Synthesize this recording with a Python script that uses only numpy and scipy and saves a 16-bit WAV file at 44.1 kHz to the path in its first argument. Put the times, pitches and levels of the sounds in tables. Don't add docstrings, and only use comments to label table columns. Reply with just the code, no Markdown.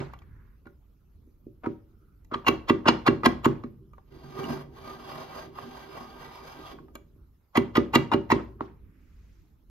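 import sys
import numpy as np
from scipy import signal
from scipy.io import wavfile
from scipy.ndimage import uniform_filter1d

SR = 44100
rng = np.random.default_rng(int(sys.argv[2]) if len(sys.argv) > 2 else 0)


def generate_wav(signal):
    frames = np.transpose(np.atleast_2d(signal))
    scaled = np.clip(frames, -1, 1) * 32767
    pcm = np.round(scaled).astype(np.int16)
    wavfile.write(sys.argv[1], SR, pcm)


N = 427756
TIME = np.arange(N) / SR

# [t/s, level/dB]
RUMBLE_DRIFT = [(0, -46), (1.0, -61), (1.25, -54.5), (1.9, -58.5), (2.3, -54), (3.7, -55), (4.1, -55),
                (6.4, -57.5), (7.25, -54.5), (7.5, -67), (8.85, -51.5), (9.7, -59)]
# [f/Hz, relative level/dB per Hz]
RUMBLE_COLOUR = [(12, -45), (20, -25), (38, -8.5), (59, 2), (73, -9), (118, -14.5), (380, -26.5),
                 (600, -43), (780, -79)]
# [f/Hz, relative level/dB per Hz]
HISS_COLOUR = [(240, -27), (410, -2), (684, -5), (1280, -5), (1590, -13.5), (6320, -20.5), (9130, -23.5),
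               (13000, -14.5), (15600, -22.5)]
# [f/Hz, struck level/dB, ring time t60/s, rubbed level/dB]
BENCH_MODES = [(59.94, -20.5, 0.77, -45.5), (114.4, -17.5, 0.19, -47), (137.7, -19.5, 0.37, -2.5),
               (168, -30, 0.59, -6), (234.6, -11, 0.07, -1), (329.5, -20.5, 0.073, -1.5),
               (303, -2, 0.0078, -16.5), (387.8, -22, 0.14, 1), (454, -18.5, 0.063, -19),
               (572.8, -19, 0.11, -24)]
# [f/Hz, struck level/dB, base ring time t60/s, rubbed level/dB]
IRON_MODES = [(638, -11, 0.18, -2.5), (773, -18, 1, 2), (944, -11, 0.44, -2.5), (1024, 8, 0.067, 3),
              (1101.4, -8, 0.47, 0), (1219.4, -12, 0.68, 0), (1420, -12.5, 0.45, -10.5),
              (1576, -14.5, 0.5, -3.5), (1961, -8.5, 0.23, -6.5), (2306, -13, 0.34, -7.5),
              (2781, -15, 0.42, -8), (3097, -17.5, 0.15, -10.5), (3280, -12.5, 0.08, -5.5),
              (3810, -14, 0.085, -9.5), (4150, -23.5, 0.3, -15), (4640, -25.5, 0.2, -7),
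              (5020, -26.5, 0.15, -9.5), (6160, -33.5, 0.16, -13),]
# [f/Hz, relative level/dB per Hz]
DENSE_COLOUR = [(250, -7), (500, 8), (1400, 0.5), (2800, -11), (5000, -19.5), (8000, -30), (16000, -55)]
# [f/Hz, relative level/dB per Hz]
CRACK_COLOUR = [(4120, -35), (7000, 2.5), (9200, -30), (10400, -3), (11100, -18.5), (11800, -5),
                (12500, -13.5), (13300, -2), (14200, -18.5), (15600, -21)]
# [f/Hz, relative level/dB per Hz]
GRIT_COLOUR = [(7800, -40), (9200, -2), (13600, 0), (15000, -8), (15700, -20)]
# [f/Hz, ring time t60/s]
ROOM_DECAY = [(80, 1.6), (210, 0.15), (560, 0.46), (1470, 0.27), (3880, 0.31), (10200, 0.21)]
# [f/Hz, likeness from -1 (opposite) to 1 (same)]
CHANNEL_LIKENESS = [(60, .93), (150, .92), (300, .78), (640, .15), (3000, .35), (6500, .1), (8000, -.7),
                    (9500, -.7), (11000, .87)]
# [f/Hz, left minus right level/dB]
CHANNEL_LEAN = [(60, -1.5), (200, -2), (350, -5.5), (700, -2), (2400, -2.5), (4400, 2), (12000, 0)]
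# [t/s, level/dB before the lift in thumps()]
OTHER_THUMPS = [(-.03, -12.5), (0.664, -41), (1.274, -53.5), (1.467, -36), (3.643, -29.5), (6.953, -40.5),
                (7.161, -57), (7.189, -56), (8.612, -27)]
# [t/s, peak level/dB, hardness/dB per octave, crack level/dB relative to peak before the cut in jaw(),
#  favoured mode f/Hz]
TAPS = [(0.001, -36, 4.5, -41, 3500), (0.135, -34.5, 1.5, -21, 1340), (0.189, -53, 16, -8, 3200),
        (0.218, -51.5, 3.5, -37, 2400), (0.655, -51.5, 0, -32, 770), (0.668, -43.5, 2, -18, 1420),
        (2.246, -61, 10.5, 3.5, 940), (2.446, -35.5, -4.5, -43, 929), (3.635, -32, 1, -54, 1162),
        (3.933, -46.5, -5, -18, 1280), (3.981, -43, -19, -31, 1247), (4.44, -35.5, 4, -9, 2780),
        (5.585, -30, -1, -32, 1040), (6.785, -41.5, -6, -38, 1110), (6.883, -52, -6, -37, 1236),
        (6.953, -36.5, 5.5, 0.5, 640), (8.607, -21, -19, -42, 1050)]
# [touch t/s, touch peak level/dB, slide time/ms, clack peak level/dB, clack hardness/dB per octave,
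#  thump lag/ms, thump level/dB before the lift in thumps(),
#  crack level/dB relative to clack peak before the cut in jaw(), low and high favoured mode f/Hz]
STROKES = [(1.634, -33, 26.6, -23.5, -13.5, 9.1, -20, -41, 1220, 1950),
           (2.312, -30, 29.7, -19, 1, 16, -28.5, -49, 1200, 3040),
           (2.464, -16, 17.3, -9, 7, 8.2, -13.5, -19.5, 993, 2780),
           (2.683, -22.5, 13.2, -12, 3.5, 8.6, -9, -28.5, 1220, 3290),
           (2.854, -18, 29.8, -4, 5, 5.34, -10.5, -28, 1152, 2730),
           (3.064, -16, 12.2, -10.5, 2, 10.1, -8.5, -29.5, 1090, 3420),
           (3.232, -21.5, 25.9, -6, 5, 8.2, -10, -19.5, 1160, 2110),
           (3.444, -19.5, 10.9, -10.5, -3, 8.6, -9.5, -23, 1160, 3290),
           (7.552, -18, 19, -11.5, 7.5, 7, -10, -22.5, 1061, 1870),
           (7.752, -14, 16.5, -12, 4.5, 10.8, -8.5, -31.5, 1225, 3410),
           (7.933, -16, 19.7, -6, 7, 5.84, -9, -16.5, 960, 2580),
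           (8.115, -14.5, 20.5, -17.5, 4, 8.3, -11.5, -24, 935, 1820),
           (8.3, -16, 17, -7.5, 7, 7.4, -10.5, -27, 998, 1974)]
# [start t/s, length/s, level/dB at mid-swell, lowest f/Hz, highest f/Hz]
RUSTLES = [(0.1, 0.53, -69, 910, 2010), (1.834, 0.44, -76.5, 1220, 1500), (7.144, 0.15, -77, 894, 1497),
           (8.608, 1, -75, 1100, 2487), (8.895, 0.71, -78, 2540, 7550)]
# [start t/s, end t/s, friction level/dB at start, at end, bench level/dB at start, at end]
TURNS = [(4.13, 4.609, -57, -46, -50.5, -51), (4.763, 5.458, -51.5, -50.5, -56, -46.5),
         (5.565, 6.73, -51.5, -51, -54.5, -45.5)]
# [peak t/s, extra friction level/dB, extra bench level/dB, singing mode f/Hz]
BINDS = [(4.408, 8.5, 16.5, 1220), (4.508, 10.5, 18, 640), (4.9, 5, 0, 1200), (5.106, 7.5, 2.5, 1150),
         (5.21, 7.5, 2.5, 650), (5.379, 8, -7, 640), (5.599, 7, -4, 1163), (5.793, 5.5, -2, 935),
         (5.97, 5.5, 0, 640), (6.238, 5.5, -4, 980), (6.36, 4, -14, 920), (6.513, 5.5, -18, 950),
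         (6.677, 4.5, -14, 1220)]

USUAL_SLIDE_MS = 17.8
TOUCH_HARDNESS_DB_PER_OCT, SOFTER_DB_PER_OCT_PER_MS = -0.5, 1
CLACK_HARDNESS_SHARE = 0.75
TOUCH_CHATTER_SHARE = 0.44
CLACK_CHATTER_MS, TAP_CHATTER_MS = 2.1, 1.5
TOUCH_CRACK_DB, TOUCH_CRACK_DB_PER_MS = -33, -1.5
TOUCH_JOLT_DB, TOUCH_JOLT_DB_PER_MS, TOUCH_JOLT_LAG_S = -11, 0.87, 0.01
TOUCH_SCUFF_DB, CLACK_SCUFF_DB, SCUFF_DB_PER_S = -22, -6, 1203
REBOUND_S, REBOUND_DB = 0.036, -17.5
DENSE_DB, DENSE_DB_PER_HARDNESS, DENSE_T60_S = -24.5, 0.11, 0.35
EARLIER_BLOW_DB = -37.5
FAVOURED_DB, SING_DB = 9, 10
LINGER_DB, LINGER_STRETCH, LINGER_FAVOURED_DB = -48.5, 1.4, 7.5
START_DB_PER_S, STOP_DB_PER_S, BENCH_STOP_DB_PER_S = 344, 605, 62
BIND_RISE_S, BIND_FALL_S = 0.094, 0.069
EDGE_HZ = 15760


def amp(db):
    return 10 ** (np.asarray(db) / 20)


def evened(x):
    return x / np.sqrt(np.mean(x ** 2) + 1e-20)


def read(points, hz):
    f, value = np.transpose(points)
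    return np.interp(np.log(hz + 1), np.log(f + 1), value)


def near(hz, wanted_hz):
    return np.exp(-(np.log2(hz / wanted_hz) / 0.07) ** 2)


def placed(hz):
    likeness = np.clip(read(CHANNEL_LIKENESS, hz), -1, 1)
    turn = np.arccos(likeness) * rng.choice([-0.5, 0.5])
    lean = amp(read(CHANNEL_LEAN, hz) / 2)
    return np.array([[lean * np.exp(1j * turn)], [np.exp(-1j * turn) / lean]])


def ring(force, hz, t60):
    pole = np.exp((2j * np.pi * hz - np.log(1000) / t60) / SR)
    swing = signal.lfilter([1], [1, -pole], force.astype(complex))
    return (placed(hz) * swing).imag


def noise(spectrum, patchy_db, size=512):
    hz = np.fft.rfftfreq(size, 1 / SR)
    frames = N * 4 // size + 5
    a, b, c, d, patches = rng.standard_normal((frames, len(hz), 5)).T
    patches = uniform_filter1d(patches, size=6, axis=0)
    patches = evened(uniform_filter1d(patches, size=12, axis=1))
    same = np.clip(read(CHANNEL_LIKENESS, hz), -1, 1)[:, None]
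    left, other = a + 1j * b, c + 1j * d
    z = np.array([left, same * left + np.sqrt(1 - same ** 2) * other])
    z *= amp(read(spectrum, hz)[:, None] + patchy_db * patches)
    z *= amp(np.multiply.outer([0.5, -0.5], read(CHANNEL_LEAN, hz)))[..., None]
    return evened(signal.istft(z, nperseg=size, noverlap=size * 3 // 4)[1][:, :N])


def background():
    level = amp(np.interp(TIME, *np.transpose(RUMBLE_DRIFT)))
    rumble = level * noise(RUMBLE_COLOUR, 1.9, size=2048)
    return rumble + amp(-77.5) * noise(HISS_COLOUR, 3.1)


def jolts():
    s, touch_db, slide_ms, _, _, lag_ms, thump_db, *_ = np.transpose(STROKES)
    light_db = touch_db + TOUCH_JOLT_DB + TOUCH_JOLT_DB_PER_MS * (slide_ms - USUAL_SLIDE_MS)
    light = [s + TOUCH_JOLT_LAG_S, light_db]
    heavy = [s + (slide_ms + lag_ms) / 1000, thump_db]
    return np.vstack([np.transpose(light), np.transpose(heavy), OTHER_THUMPS])


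def thumps():
    lead, t, long = SR // 10, TIME[:SR // 40], TIME[:SR // 2]
    bounce = np.sin(2 * np.pi * 330 * t) * amp(-60 * t / 0.016) * (1 - np.exp(-t / 0.0015))
    modes = np.array([(placed(hz) * np.exp(2j * np.pi * hz * long)).imag * amp(db - 60 * long / t60)
                      for hz, db, t60, _ in BENCH_MODES])
    modes = signal.fftconvolve(modes, bounce[None, None], axes=2)[..., :len(long)]
    out = np.zeros((2, lead + N + SR))
    hits = jolts()
    chances = rng.standard_normal((len(hits), 3, len(BENCH_MODES)))
    for (s, db), (spot, again, late) in zip(hits, chances):
        at = lead + round(s * SR)
        sound = np.tensordot(amp(2.5 * spot), modes, axes=1)
        lag = round(REBOUND_S * SR * (1 + 0.16 * np.tanh(late[0])))
        sound[:, lag:] += np.tensordot(amp(REBOUND_DB + 3.5 * again), modes[..., :-lag], axes=1)
        out[:, at:at + len(long)] += sound * amp(db + 3.5) / np.abs(sound.mean(0)).max()
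    return out[:, lead:lead + N]


def contacts():
    (s, touch_db, slide_ms, clack_db, hardness, _, _,
     clack_crack_db, low_hz, high_hz) = np.transpose(STROKES)
    longer_ms = slide_ms - USUAL_SLIDE_MS
    touch_hardness = (TOUCH_HARDNESS_DB_PER_OCT + CLACK_HARDNESS_SHARE * hardness
                      - SOFTER_DB_PER_OCT_PER_MS * longer_ms)
    touch_crack_db = TOUCH_CRACK_DB + TOUCH_CRACK_DB_PER_MS * longer_ms
    touches = [s, touch_db, touch_hardness, TOUCH_CHATTER_SHARE * slide_ms,
               touch_crack_db, np.full(len(s), TOUCH_SCUFF_DB), low_hz, high_hz]
    clacks = [s + slide_ms / 1000, clack_db, hardness, np.full(len(s), CLACK_CHATTER_MS),
              clack_crack_db, np.full(len(s), CLACK_SCUFF_DB), low_hz, high_hz]
    taps = [(at, db, hard, TAP_CHATTER_MS, crack_db, TOUCH_SCUFF_DB, hz, hz)
            for at, db, hard, crack_db, hz in TAPS]
    return np.vstack([np.transpose(touches), np.transpose(clacks), taps])


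def frame():
    s, db, hardness = contacts().T[:3]
    kicks = np.zeros(N)
    np.add.at(kicks, (s * SR).astype(int), amp(2 * (db + DENSE_DB + DENSE_DB_PER_HARDNESS * hardness)))
    kicks[0] += amp(2 * EARLIER_BLOW_DB)
    t = TIME[:SR // 2]
    decay = amp(-120 * t / DENSE_T60_S) * (1 - np.exp(-t / 0.004))
    power = signal.fftconvolve(kicks, decay)[:N]
    return np.sqrt(np.maximum(power, 0)) * noise(DENSE_COLOUR, 2.5, size=256)


def jaw():
    lead, t, short, long = SR // 40, TIME[:SR // 14], TIME[:SR // 25], TIME[:SR // 3]
    hz, struck_db, t60, _ = np.array(IRON_MODES).T[:, :, None, None]
    heard = np.array([placed(f) for f in hz.ravel()])
    onset = 1 - np.exp(-long / 0.00028)
    linger_fade = amp(LINGER_DB - 60 * long / (LINGER_STRETCH * t60))
    lingering = (heard * np.exp(2j * np.pi * hz * long)).imag * linger_fade * onset
    iron, crack = np.zeros((2, N + SR)), np.zeros(N + SR)
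    hits = contacts()
    places = rng.standard_normal((len(hits), 2, len(IRON_MODES), 1, 1))
    slips = rng.standard_normal((len(hits), len(t)))
    for hit, (spot, shift), slip in zip(hits, places, slips):
        s, db, hardness, chatter_ms, crack_db, scuff_db, low_hz, high_hz = hit
        at = round(s * SR)
        u = np.maximum(t - lead / SR, 0) * 1000 / max(chatter_ms, 0.2)
        scuff = amp(scuff_db - SCUFF_DB_PER_S * np.abs(t - lead / SR))
        fade = u ** 0.71 * np.exp(1 - u) + scuff
        chatter = slip ** 3 * fade
        share = amp(struck_db + hardness * np.log2(hz / 1100) + 1.5 * spot)
        favoured = near(hz, low_hz) + near(hz, high_hz)
        shifted_hz = hz * (1 + 0.022 * shift)
        damped = np.exp(2j * np.pi * shifted_hz * short) * amp(-60 * short / (0.11 * t60))
        modes = (share * amp(LINGER_FAVOURED_DB * favoured + 2 * shift) * lingering).sum(0)
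        struck = (share * amp(FAVOURED_DB * favoured) * heard * damped).imag.sum(0)
        modes[:, :len(short)] += struck * onset[:len(short)]
        sound = signal.fftconvolve(modes, chatter[None], axes=1)
        sound *= amp(db) / np.abs(sound.mean(0)).max()
        iron[:, at:at + sound.shape[1]] += sound
        crack[at:at + len(t)] += amp(db + crack_db) * fade
    treble = amp(-9.5) * crack[lead:lead + N] * noise(CRACK_COLOUR, 4.0, size=256)
    return iron[:, lead:lead + N] + treble


def rustles():
    cloth = noise([(100, 0), (20000, 0)], 1.5, size=256)
    out = np.zeros((2, N + SR))
    for s, length, db, low_hz, high_hz in RUSTLES:
        at = round(s * SR)
        band = signal.butter(3, [low_hz, high_hz], "band", fs=SR, output="sos")
        swish = evened(signal.sosfilt(band, cloth[:, at:at + round(length * SR)]))
        swell = np.sin(np.pi * np.arange(swish.shape[1]) / SR / length)
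        out[:, at:at + swish.shape[1]] += amp(db) * swell * swish
    return out[:, :N]


def effort(t):
    s, friction_lift_db, bench_lift_db, _ = np.transpose(BINDS)
    late = t - s[:, None]
    swell = np.maximum(1 - np.where(late < 0, -late / BIND_RISE_S, late / BIND_FALL_S), 0)
    friction = bench = 0
    for start, end, from_db, to_db, bench_from_db, bench_to_db in TURNS:
        before_db = START_DB_PER_S * np.maximum(start - t, 0)
        after = np.maximum(t - end, 0)
        friction_db = np.interp(t, [start, end], [from_db, to_db])
        bench_db = np.interp(t, [start, end], [bench_from_db, bench_to_db])
        friction = friction + amp(friction_db - before_db - STOP_DB_PER_S * after)
        bench = bench + amp(bench_db - before_db - BENCH_STOP_DB_PER_S * after)
    return friction * amp(friction_lift_db @ swell), bench * amp(bench_lift_db @ swell), swell


def crank():
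    span = slice(round((TURNS[0][0] - 0.2) * SR), round((TURNS[-1][1] + 0.5) * SR))
    t, out = TIME[span], np.zeros((2, N))
    wander = evened(uniform_filter1d(rng.standard_normal(len(t)), size=500))
    grip = amp(2.0 * wander)
    friction, load, swell = effort(t)
    sung_hz = np.transpose(BINDS)[3]

    def rubbed(modes, damping):
        shift = uniform_filter1d(rng.standard_normal((len(modes), len(t))), size=4000, axis=1)
        shift = evened(shift)
        slip_db = 2.0 * np.minimum(rng.exponential(1, len(t)), 4)
        slips = grip * amp(2.35 * shift + slip_db) * rng.standard_normal(shift.shape)
        total = 0
        for force, (hz, _, t60, db) in zip(slips, modes):
            tone = evened(ring(force, hz, damping * t60 * min(1, 2200 / hz)))
            total = total + amp(db + SING_DB * near(hz, sung_hz) @ swell) * tone
        return evened(total)

    bench = load * rubbed(BENCH_MODES, 0.79)
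    grit = amp(-22.5) * grip * noise(GRIT_COLOUR, 0.52, size=256)[:, span]
    dense = amp(-7.5) * grip * noise(DENSE_COLOUR, 3.4, size=256)[:, span]
    iron = rubbed(IRON_MODES, 0.13) + dense
    out[:, span] = friction * (iron + grit) + bench
    return out


def workshop(x):
    taps = np.zeros((2, SR // 2))
    at = np.arange(200, SR // 2 - 20, 20) + rng.integers(0, 20, (2, (SR // 2 - 201) // 20))
    np.put_along_axis(taps, at, rng.choice([-1., 1.], at.shape), 1)
    hz, t, (left, other) = signal.stft(taps, SR, nperseg=256)
    same = np.clip(read(CHANNEL_LIKENESS, hz), -1, 1)[:, None]
    z = np.array([left, same * left + np.sqrt(1 - same ** 2) * other])
    fade = amp(-60 * t / read(ROOM_DECAY, hz)[:, None])
    tail = signal.istft(z * fade, SR, nperseg=256)[1]
    return signal.fftconvolve(x[1:], tail / np.linalg.norm(tail[0]), axes=1)[:, :N]


def scene():
    iron, bench, screw = jaw(), thumps(), crank()
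    echoes = workshop(amp(-16) * iron + amp(-12.0) * bench + amp(-8) * screw)
    vise = iron + frame() + bench + screw + echoes
    thinned = signal.butter(2, 85, "high", fs=SR, output="sos")
    return signal.sosfilt(thinned, vise) + background() + rustles()


def record(dry):
    lowpass = signal.firwin(2047, EDGE_HZ, window=("kaiser", 9), fs=SR)
    return signal.oaconvolve(np.tanh(dry), lowpass[None], "same")


dry = scene()
out = record(dry)
generate_wav(out)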